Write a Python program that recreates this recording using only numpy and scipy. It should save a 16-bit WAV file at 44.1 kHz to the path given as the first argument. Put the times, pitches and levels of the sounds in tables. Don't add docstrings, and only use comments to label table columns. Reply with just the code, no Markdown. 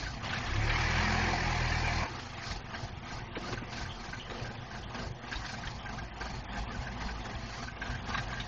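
import sys
import numpy as np
from scipy import signal
from scipy.fft import rfft, irfft, next_fast_len
from scipy.io import wavfile
from scipy.ndimage import uniform_filter1d

SR = 44100
rng = np.random.default_rng(int(sys.argv[2]) if len(sys.argv) > 2 else 0)


def generate_wav(signal):
    frames = np.transpose(np.atleast_2d(signal))
    scaled = np.clip(frames, -1, 1) * 32767
    pcm = np.round(scaled).astype(np.int16)
    wavfile.write(sys.argv[1], SR, pcm)


def invert_db(x):
    u = np.asarray(x, float) / 20
    return 10 ** u


N = 373527
T = np.arange(N) / SR

# time in seconds, speed in firings per second.
REV = [
    (0.42, 30.4),
    (0.682, 36.6),
    (0.798, 39.6),
    (1.002, 42.1),
    (1.098, 43.0),
    (1.292, 42.6),
    (1.4, 41.4),
    (1.648, 39.6),
    (2.08, 39.7),
]
# time in seconds, shift in dB.
BOOM = [(0, 0.5), (2, -0.5), (3, -6), (4, -7.5), (5, 1.5), (6, 4.5), (7, 5.5), (8, 3), (8.47, 1.5)]
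# frequency in Hz, density in dB per Hz.
CLATTER_REV = [(560, -29.5), (950, -8), (1140, -5.5), (1240, -3), (1430, -7.5), (1670, -0.5), (2160, -4.5),
               (2330, -2), (3060, -12), (3900, -18), (5070, -52.5), (8580, -120)]


def evened(x):
    return x / np.sqrt(np.mean(x ** 2) + 1e-20)


def curve(rows, index=1):
    rows = np.array(rows)
    return np.interp(T, rows[:, 0], rows[:, index])


def resonate(x, hz, width_hz):
    return signal.lfilter(*signal.iirpeak(hz, hz / width_hz, SR), x)


def resonate_twice(x, hz, width_hz, second_width_hz):
    return resonate(resonate(x, hz, width_hz), hz, second_width_hz)


def noise(colour_db, patchy_db, size=512):
    frames = 4 * N // size + 5
    a, b, patches = rng.standard_normal((frames, size // 2 + 1, 3)).T
    patches = uniform_filter1d(uniform_filter1d(patches, size=3, axis=0), size=8, axis=1)
    z = (a + 1j * b) * invert_db(patchy_db * evened(patches))
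    x = signal.istft(z, nperseg=size, noverlap=3 * size // 4)[1][:N]
    length = next_fast_len(N)
    f, db = np.transpose(colour_db)
    log_hz = np.log(np.fft.rfftfreq(length, 1 / SR) + 1)
    colour = invert_db(np.interp(log_hz, np.log(f + 1), db, left=-120, right=-120))
    return evened(irfft(rfft(x, length) * colour, length)[:N])


def blow_shape(length_s, rise_s, fall_s):
    t = np.arange(int(length_s * SR)) / SR
    return t, (1 - np.exp(-t / rise_s)) * np.exp(-t / fall_s)


def bursts(rows, rise_s, fall_s):
    shape = blow_shape(.15, rise_s, fall_s)[1]
    kicks = np.zeros(N)
    for s, db, *_ in rows:
        kicks[int(s * SR)] = invert_db(db)
    return signal.oaconvolve(kicks, shape / shape.max())[:N]


def rings(rows, width_hz, rise_s, fall_s, strike=0):
    creep_s = .004 * bool(strike)
    out = np.zeros(N)
    t, shape = blow_shape(.12, rise_s, fall_s)
    for s, db, hz, *_ in rows:
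        shake = rng.standard_normal(len(t)) * shape
        touch = strike * np.exp(-t / .003) * np.sin(2 * np.pi * hz * t)
        ring = resonate_twice(shake + touch, hz, width_hz, 2 * width_hz)
        part = out[int((s - creep_s) * SR):][:len(t)]
        part += (invert_db(db) * ring / abs(ring).max())[:len(part)]
    return out


def throttle():
    return np.interp(T, [REV[0][0], .7, 2.05, REV[-1][0] + .02], [0, 1, 1, 0])


def swells(times_s, peak_db, rise_s, fall_s, sag_db, square, rest_db):
    t = np.arange(0, N / SR + .01, .004)
    since = t[:, None] - times_s
    away = abs(since) / np.maximum(np.where(since < 0, rise_s, fall_s), .02)
    power = (invert_db(peak_db - sag_db * away ** square) ** 2).sum(1) + invert_db(rest_db) ** 2
    return np.interp(T, t, np.sqrt(power))


def follow(usual_db, thump, hiss, sag_db, square, lead_s, rest_db, roar_db, lingers_s=0):
    # time in seconds, thump in dB, hiss in dB, rise in seconds, fall in seconds.
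    surges = [(0.006, -39, -45.8, 0.124, 0.2), (2.24, -52, -53, 0.16, 0.13),
              (2.517, -41, -44.5, 0.1, 0.097), (2.817, -40.5, -49.5, 0.083, 0.1),
              (3.172, -41, -49.5, 0.11, 0.082), (3.527, -39.8, -47.7, 0.14, 0.089),
              (3.823, -40, -46, 0.11, 0.083), (4.124, -46.5, -51.4, 0.23, 0.14),
              (4.423, -40, -51.5, 0.11, 0.15), (4.808, -43.5, -54, 0.15, 0.074),
              (5.066, -39.8, -49, 0.122, 0.055), (5.358, -43.5, -48, 0.073, 0.12),
              (5.532, -50, -44.7, 0.077, 0.038), (5.699, -43, -50.5, 0.163, 0.13),
              (5.953, -41.0, -53.5, 0.1, 0.127), (6.288, -39.5, -51, 0.11, 0.179),
              (6.598, -36.3, -50.4, 0.064, 0.069), (6.761, -39.5, -54, 0.064, 0.26),
              (7.087, -40.5, -51, 0.104, 0.149), (7.352, -43, -55, 0.16, 0.12),
              (7.637, -43.5, -49.5, 0.25, 0.083), (7.907, -38.9, -51.5, 0.096, 0.12),
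              (8.165, -38.0, -49.5, 0.12, 0.17), (8.408, -42, -52, 0.12, 0.161)]
    # time in seconds, level in dB.
    effort = [(0.21, -54), (0.25, -43), (0.58, -43), (0.74, -37.4), (1.1, -35.8), (1.46, -38.8),
              (2.01, -38.5), (2.075, -46.5), (2.4, -54.5)]
    usual_thump_db, usual_hiss_db = -41, -50
    s, thump_db, hiss_db, rise_s, fall_s = np.transpose(surges)
    peak_db = usual_db + thump * (thump_db - usual_thump_db) + hiss * (hiss_db - usual_hiss_db)
    effort_db = np.interp(T - lingers_s * throttle(), *np.transpose(effort), left=-99, right=-99)
    surging = swells(s - lead_s, peak_db, rise_s, fall_s, sag_db, square, rest_db)
    return np.hypot(surging, invert_db(effort_db + roar_db))


def idle_exhaust(idle_speed):
    cylinders_db = [-4, -9.5, -3.5, -8]
    # frequency in Hz, width in Hz, level in dB.
    pipe_modes = [(55.1, 11.1, 4), (43.7, 12, -3), (85.3, 35.5, -1), (101.8, 20, -7), (117.2, 7.2, 1)]
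    swell = (-42, 0.977, 0, 6.5, 1.35, -0.03, -51.5, 1.3)
    turns = np.cumsum(idle_speed) / SR
    at = np.flatnonzero(np.diff(np.floor(turns)))
    luck = rng.standard_normal((400, 2))[:len(at)]
    late = (.003 * SR * luck[:, 0]).astype(int)
    kicks = np.zeros(N)
    kicks[np.clip(at + late, 0, N - 1)] = invert_db(np.resize(cylinders_db, len(at)) + 3.5 * luck[:, 1])
    drive = evened(kicks) + 0.84 * rng.standard_normal(N)
    modes = [invert_db(db) * resonate_twice(drive, hz, width, 2.26 * width) for hz, width, db in pipe_modes]
    pipe = invert_db(curve(BOOM)) * modes[0] + invert_db(-curve(BOOM)) * modes[1] + sum(modes[2:])
    steady = np.sqrt(uniform_filter1d(pipe ** 2, size=6000))
    quiet_db = -15 * throttle()
    return invert_db(quiet_db) * np.minimum(follow(*swell), invert_db(-34)) * pipe / steady


def casting_knock(turns):
    # frequency in Hz, width in Hz, level in dB.
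    casting = [(715, 50, -23), (810, 70, -16), (1595, 50, -16), (1715, 70, -17), (2045, 55, -15),
               (2137, 40, -18), (2290, 60, -14), (2394, 50, -16), (4150, 70, -24)]
    end = int(REV[-1][0] * SR) + 4000
    turns = turns[:end]
    luck = rng.standard_normal((400, len(casting)))[turns.astype(int)]
    burst = np.exp(-((turns + .1) % 1) / .3) * rng.standard_normal(end)
    out = np.zeros(N)
    for k, (hz, width, db) in enumerate(casting):
        struck = invert_db(4.0 * luck[:, k]) * burst
        out[:end] += invert_db(db) * evened(resonate_twice(struck, hz, width, 3 * width))
    return throttle() * out


def hood_hum():
    # frequency in Hz, width in Hz, level in dB.
    hood = [(700, 50, -13), (830, 80, -13)]
    # time in seconds, level in dB.
    strain = [(0, -6), (4, -4), (5.8, 1), (7.3, 2), (7.6, -8), (8.47, -8)]
    out = np.zeros(N)
    for hz, width, db in hood:
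        hum = evened(resonate_twice(rng.standard_normal(N), hz, width, 3 * width))
        out += invert_db(db + curve(strain)) * hum
    return out


def block(turns):
    # frequency in Hz, density in dB per Hz.
    drone_idle = [(97, -37), (165, -2), (249, 3.5), (284, -8), (344, -8.5), (431, -10), (523, -7.5),
                  (601, -11), (686, -1), (1050, -7), (1360, -35), (2310, -120)]
    drone_rev = [(140, -33), (230, -3), (341, -11), (445, -9), (515, -5.5), (632, -10.5), (713, 0),
                 (1050, -4.5), (1360, -32), (2310, -120)]
    clatter_idle = [(560, -16.5), (950, -3.5), (1230, 4), (1390, -4.5), (1550, 0), (1970, -0.5), (2190, -3),
                    (3270, -6), (3900, -12.5), (5070, -50), (8580, -120)]
    hiss_colour = [(2380, -35.5), (4050, -2), (4250, -0.5), (5930, -6.5), (6750, -11.5), (7310, -21.5),
                   (7500, -62), (7600, -68.5), (9880, -90), (16700, -120)]
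    drone_swell = (-45.7, 0.58, 0.22, 6.8, 1.55, 0.04, -52.5, -1.4)
    clatter_swell = (-46.5, 0.25, 0.53, 6, 1.07, 0.06, -57.5, 2)
    hiss_swell = (-51, 0.02, 1.02, 11.3, 2.5, 0.02, -65.2, -6.5)
    rev_share = throttle()
    idle, rev = np.sqrt(1 - rev_share), np.sqrt(rev_share)
    strength = invert_db((4.0 - 2.2 * rev_share) * rng.standard_normal(400)[turns.astype(int)])
    throb = evened(1 + 0.38 * strength * np.sin(np.pi * turns) ** 2)

    drone = idle * noise(drone_idle, 2.1, size=2048) + rev * noise(drone_rev, 2.15, size=2048)
    drone += idle * hood_hum()
    drone *= invert_db(.02 * curve(BOOM))

    clatter = idle * noise(clatter_idle, 3.1) + rev * invert_db(-1.5) * noise(CLATTER_REV, 2.75, size=1024)
    clatter += casting_knock(turns)
    db_per_speed, db_per_gain = .25, .11
    speed = curve(REV)
    gaining = uniform_filter1d(np.maximum(np.gradient(speed) * SR, 0), size=6000)
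    clatter *= invert_db(rev_share * (db_per_speed * (speed - REV[-1][1]) + db_per_gain * gaining))

    hiss = follow(*hiss_swell) * noise(hiss_colour, 2.4)
    drone *= follow(*drone_swell, lingers_s=.045)
    return throb * (drone + follow(*clatter_swell) * clatter + hiss)


def slams():
    # start in seconds, peak in dB.
    strokes = [(0.0218, -42), (0.0644, -47), (0.254, -37), (0.29, -33.5), (0.325, -31.5), (0.359, -34.5),
               (0.459, -33.5), (0.5544, -33.5), (0.696, -27.5), (2.5094, -38), (3.354, -35.5), (3.522, -36),
               (3.724, -39), (4.297, -38), (5.325, -35.5), (5.67, -38), (8.14, -34), (8.172, -33),
               (8.3983, -34)]
    # frequency in Hz, density in dB per Hz.
    scrape_colour = [(290, -47), (500, -13), (1360, -5.5), (1500, -6.5), (1620, -1), (3470, -7),
                     (3780, -2.5), (5000, -22), (6500, -45), (11000, -120)]
    return invert_db(-5.0) * bursts(strokes, .004, .014) * noise(scrape_colour, 3.6)


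def pings():
    # start in seconds, peak in dB, frequency in Hz.
    blows = [(0.0223, -39, 2370), (0.0588, -38, 1960), (0.3077, -36, 2290), (0.3586, -34, 2470),
             (0.4304, -37, 2060), (0.4993, -36, 2290), (0.6095, -34, 2220), (0.6973, -27, 2300),
             (0.7711, -29, 2290), (0.8225, -27, 2280), (0.8729, -27, 2050), (0.9722, -27, 2290),
             (1.1069, -31, 2400), (1.1807, -28, 2300), (1.255, -29, 2000), (1.3428, -32, 2000),
             (1.4666, -34, 1970), (1.5414, -30, 2310), (1.5693, -34, 2110), (1.6432, -29, 2000),
             (1.7389, -32, 2290), (1.8442, -30, 2260), (1.8961, -33, 2140), (1.9754, -32, 2030),
             (2.1041, -41, 1990), (2.3416, -44, 2120), (2.4404, -39, 2320), (2.7442, -40, 2230),
             (3.3563, -34, 2280), (3.5309, -36, 2240), (3.7274, -44, 2560), (4.3999, -38, 2520),
             (5.3293, -38, 1960), (5.4919, -37, 2310), (5.6376, -41, 1900), (5.8536, -42, 2220),
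             (5.9374, -43, 2150), (6.2158, -42, 2200), (6.5655, -38, 2330), (7.0878, -40, 2320),
             (7.8211, -39, 2210), (8.1359, -37, 2010), (8.1728, -34, 1900), (8.4023, -36, 2240)]
    return invert_db(-4.0) * rings(blows, 190, .002, .013, strike=.3)


def loose_panel():
    # start in seconds, peak in dB, frequency in Hz.
    rev_blows = [(0.0283, -33, 1660), (0.0682, -29, 1550), (0.2563, -36, 1500), (0.2972, -35, 1450),
                 (0.3311, -28, 1510), (0.3591, -33, 1720), (0.5247, -38, 1560), (0.5556, -32, 1730),
                 (0.6145, -38, 1780), (0.856, -33, 1800), (0.8874, -29, 1640), (0.9996, -28, 1730),
                 (1.0605, -30, 1710), (1.1807, -32, 1730), (1.2336, -30, 1610), (1.2575, -32, 1630),
                 (1.3249, -31, 1640), (1.3803, -32, 1560), (1.4057, -30, 1780), (1.5883, -33, 1710),
                 (1.6492, -30, 1670), (1.7205, -31, 1700), (1.7514, -32, 1580), (1.8008, -34, 1530),
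                 (1.8477, -29, 1600), (1.925, -32, 1710)]
    idle_blows = [(2.1871, -51, 1620), (2.4874, -44, 1580), (2.7424, -39, 1600), (3.0517, -51, 1490),
                  (3.105, -42, 1570), (3.1884, -45, 1540), (3.4767, -39, 1500), (3.5291, -38, 1530),
                  (3.577, -36, 1570), (3.7251, -43, 1550), (3.7795, -39, 1550), (3.8139, -41, 1540),
                  (3.8568, -40, 1570), (4.0424, -42, 1600), (4.0863, -39, 1550), (4.1322, -33, 1530),
                  (4.3552, -46, 1590), (4.3986, -48, 1540), (4.4485, -39, 1590), (4.4899, -42, 1550),
                  (4.7129, -41, 1590), (4.7518, -41, 1570), (4.9454, -42, 1600), (4.9918, -40, 1540),
                  (5.0396, -44, 1560), (5.2706, -48, 1610), (5.3185, -34, 1580), (5.4956, -39, 1600),
                  (5.5395, -41, 1550), (5.6368, -37, 1560), (5.8618, -38, 1600), (5.8922, -39, 1550),
                  (5.986, -39, 1590), (6.0344, -45, 1600), (6.2125, -36, 1570), (6.2604, -41, 1600),
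                  (6.5278, -46, 1550), (6.5622, -38, 1610), (6.7468, -40, 1530), (6.8321, -41, 1530),
                  (6.87, -37, 1600), (7.0052, -48, 1590), (7.0451, -47, 1590), (7.0865, -38, 1530),
                  (7.542, -44, 1610), (7.6283, -41, 1590), (7.6772, -36, 1540), (7.8183, -31, 1560),
                  (7.8577, -36, 1590), (7.9036, -37, 1590), (7.9421, -36, 1580), (8.0718, -39, 1680),
                  (8.1067, -38, 1520), (8.1451, -31, 1590), (8.1825, -30, 1610), (8.2933, -40, 1570),
                  (8.3297, -33, 1600), (8.3751, -38, 1610)]
    rev = invert_db(-4.5) * rings(rev_blows, 125, .002, .016, strike=.3)
    idle = invert_db(0.7) * rings(idle_blows, 125, .0015, .02, strike=.3)
    scrape = invert_db(-10.5) * bursts(idle_blows, 0.004, 0.013) * noise(CLATTER_REV, 3.4)
    return rev + idle + scrape


def pops():
    # start in seconds, peak in dB, frequency in Hz.
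    firings = [(0.246, -30, 70), (2.495, -30, 59.2), (2.962, -29, 116), (3.802, -32, 53.8),
               (5.061, -30, 115), (5.35, -30, 55), (5.662, -32, 51.1), (5.969, -35, 53.8),
               (6.578, -32, 54.4), (6.779, -26, 56.5), (7.048, -28, 45.8), (7.089, -35, 53.8),
               (7.348, -28, 59.2), (7.885, -27, 57)]
    out = np.zeros(N)
    t = np.arange(-1500, 1500) / SR
    for s, db, hz in firings:
        push = np.cos(2 * np.pi * hz * t) * np.exp(-(t * hz / 0.68) ** 2)
        out[int(s * SR) - 800:][:len(t)] += invert_db(db - 3.5) * push
    return out


def rev_exhaust(turns):
    # multiple of firing rate, level in dB; odd multiples are pump and fan.
    orders = [(1, 3), (2, 2), (3, -2), (4, -24), (4.17, -12), (5, -16.5), (6, -33), (7.6, -32), (8.33, -15)]
    # multiple of firing rate, level in dB.
    half_orders = [(1.5, -25), (2.5, -20), (3.5, -24), (4.5, -27)]
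    # frequency in Hz, width in Hz, lift in dB.
    stack = [(105.4, 6.4, 9.5), (119, 5, 2), (184, 11, 10), (216, 11, 17)]
    # time in seconds, level in dB.
    level = [(0.42, -42), (0.558, -37.5), (0.604, -37.5), (1.574, -38), (1.932, -37.5), (2.032, -39),
             (2.08, -45)]
    pipe_lag_rad = .8
    end = int(REV[-1][0] * SR)
    out, speed = np.zeros(N), curve(REV)[:end]
    for multiple, db in orders + half_orders:
        waver = evened(uniform_filter1d(rng.standard_normal(N), size=2200))[:end]
        lift_db = sum(top_db / (1 + ((multiple * speed - hz) / width) ** 2) for hz, width, top_db in stack)
        tone = np.cos(multiple * (2 * np.pi * turns[:end]) - pipe_lag_rad)
        out[:end] += invert_db(db + lift_db + 1.9 * waver) * tone
    gate = np.interp(T, [.42, .5, 2.035, 2.045, 2.08], [0, 1, 1, .4, 0])
    return invert_db(curve(level) - 1.0) * gate * out


def pump():
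    # time in seconds, hum in dB, groan in dB, half length in seconds.
    levers = [
        (0.637, -43.5, -46, .2),
        (1.25, -42.5, -45.5, .4),
        (2.1, -50, -62, .15),
        (3.49, -49, -56, .3),
        (4.41, -53.5, -44.5, .22),
        (5.017, -52.5, -46.5, .18),
    ]
    # time in seconds, level in dB, half length in seconds, frequency in Hz, width in Hz.
    wind_down = (2.03, -43, .07, 1010, 160)
    rest_db, sag_db = -60, 12
    flow = rng.standard_normal((2, N))
    hum = evened(resonate_twice(flow[0], 350, 45, 80))
    groan = evened(resonate(resonate(flow[1], 507, 120), 470, 190))
    s, hum_db, groan_db, half_s = np.transpose(levers)
    hum *= swells(s, hum_db, half_s, half_s, sag_db, 1, rest_db)
    groan *= swells(s, groan_db, half_s, half_s, sag_db, 1, rest_db)
    s, db, half_s, hz, width = wind_down
    whine = evened(resonate_twice(flow[0], hz, width, 2 * width))
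    whine *= invert_db(db - sag_db * ((T - s) / half_s) ** 2)
    return whine + invert_db(-1.5) * hum + invert_db(-5.5) * groan


def pin_squeaks():
    # start in seconds, peak in dB, frequency in Hz.
    squeaks = [
        (2.9178, -50, 3480),
        (3.3558, -55, 3230),
        (3.8916, -39, 3180),
        (4.1944, -36, 3050),
        (4.5715, -46, 3300),
        (4.8294, -42.5, 3188),
        (5.7872, -42.5, 3163),
        (6.566, -45, 3270),
        (7.2045, -43.5, 3460),
        (8.3983, -37.5, 3637),
    ]
    return rings(squeaks, 300, 0.0014, 0.036)


def bucket_knocks():
    # start in seconds, peak in dB, body frequency in Hz, edge in dB relative to body.
    knocks = [
        (3.3478, -40, 950, -9),
        (3.5217, -35, 1140, -19),
        (5.3194, -44, 1140, -6),
        (5.3522, -49, 993, 13),
        (8.1, -36, 1110, -16),
        (8.1456, -25.5, 1123, -12),
        (8.1733, -35, 1260, -3),
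        (8.325, -31, 1130, -14),
    ]
    edge_rows = [(s, db + edge_db, 3840) for s, db, hz, edge_db in knocks]
    return rings(knocks, 130, 0.003, 0.005) + rings(edge_rows, 140, 0.0036, 0.0075)


def thuds():
    # start in seconds, peak in dB, frequency in Hz.
    drops = [
        (3.365, -30, 254),
        (3.487, -33, 190),
        (3.529, -31, 300),
        (3.615, -34, 203),
        (4.31, -37, 420),
    ]
    return invert_db(1.5) * rings(drops, 200, 0.0036, 0.011)


def scene():
    # time in seconds, speed in firings per second.
    idle_rows = [(0, 29.3), (.45, 29.6), (2.1, 29), (2.5, 22.1), (3.5, 19.4), (4.5, 25.4), (6, 22),
                 (7, 20.65), (8.47, 22.5)]
    idle_speed = curve(idle_rows)
    speed = np.where((T > REV[0][0]) & (T < REV[-1][0]), curve(REV), idle_speed)
    turns = .3 + np.cumsum(speed) / SR
    engine = idle_exhaust(idle_speed) + block(turns) + pops() + rev_exhaust(turns)
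    ironwork = slams() + pings() + loose_panel() + pin_squeaks() + bucket_knocks() + thuds()
    return (engine + pump() + ironwork)[None]


def thin_treble(x):
    # time in seconds, length in seconds.
    starved = [(2.62, 0.026), (3.292, 0.026), (3.316, 0.026), (4.876, 0.026), (5.204, 0.026), (3.67, 0.016),
               (7.803, 0.014), (8.045, 0.024), (8.276, 0.012), (6.488, 0.05), (6.676, 0.042)]
    hz, t, z = signal.stft(x, SR, nperseg=352, noverlap=176)
    power = uniform_filter1d(uniform_filter1d(abs(z) ** 2, size=3, axis=0), size=3, axis=1)[1::3, 1::3]
    band_hz, block_s = hz[1::3], t[1::3]
    limit_db = np.interp(band_hz, [2300, 3300, 5000, 6500, 7300, 7700], [-97, -85, -83.5, -85, -88, -130])
    busy = np.interp(block_s, [.78, .8, 1.62, 1.64, 1.87, 1.89, 2.02, 2.04], [1, 0, 0, 1, 1, 0, 0, 1])
    middle_db = 10 * np.log10(power[2:8].mean(0) + 1e-20)
    masking_db = .65 * busy * np.maximum(middle_db + 70, 0)
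    over_db = 10 * np.log10(power + 1e-20) - limit_db[:, None] - masking_db
    budget_db = 5.5 * rng.standard_normal(power.shape) + 2.2 * rng.standard_normal(power.shape[1])
    for s, length_s in starved:
        budget_db[band_hz > 4900] -= 30 * (abs(block_s - s) < length_s / 2)
    keep = (over_db + budget_db > .8) * invert_db(np.clip(6.5 - over_db, 0, 11))
    keep = np.repeat(np.repeat(keep, 3, 0), 3, 1)
    keep = np.pad(keep, ((0, 3), (0, 3)), "edge")[:len(hz), :len(t)]
    thin = signal.istft(z * keep, SR, nperseg=352, noverlap=176)[1][:N]
    thin -= .85 * resonate(thin, 3985, 70)
    lowpass = signal.firwin(255, 7450, window=("kaiser", 9), fs=SR)
    return signal.oaconvolve(thin, lowpass, "same")


def edge_ticks():
    # time in seconds, peak in dB.
    ticks = [(0.3396, -70), (0.6599, -71), (0.7876, -67), (1.6432, -94), (1.6836, -68), (1.8756, -62),
             (2.1316, -76), (2.1959, -76), (2.2598, -79), (2.3236, -75), (2.4518, -71), (2.5157, -68),
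             (2.8355, -73), (3.1557, -73), (3.4116, -72), (3.476, -74), (3.5399, -73), (3.8596, -70),
             (3.9235, -76), (3.9878, -76), (4.1155, -74), (4.372, -79), (4.4358, -74), (4.7556, -76),
             (4.8199, -79), (4.8838, -79), (5.4595, -73), (5.5238, -63), (6.0357, -80), (6.2277, -76),
             (6.356, -77), (6.5475, -78), (6.6119, -74), (7.1876, -77), (7.5717, -76), (7.6355, -71),
             (7.892, -73), (8.2117, -71), (8.4038, -74)]
    s, db = np.transpose(ticks)
    marks = np.zeros(N)
    marks[((s - .003) * SR).astype(int)] = invert_db(db + 4.5)
    return signal.oaconvolve(marks, np.hanning(480))[:N] * np.sin(2 * np.pi * 8000 * T)


def low_pass(x):
    return signal.sosfilt(signal.butter(12, 9050, fs=SR, output="sos"), x)


def record(dry):
    mix = thin_treble(dry[0]) + edge_ticks() + .0011
    return low_pass(mix[None])


dry = scene()
out = record(dry)
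generate_wav(out)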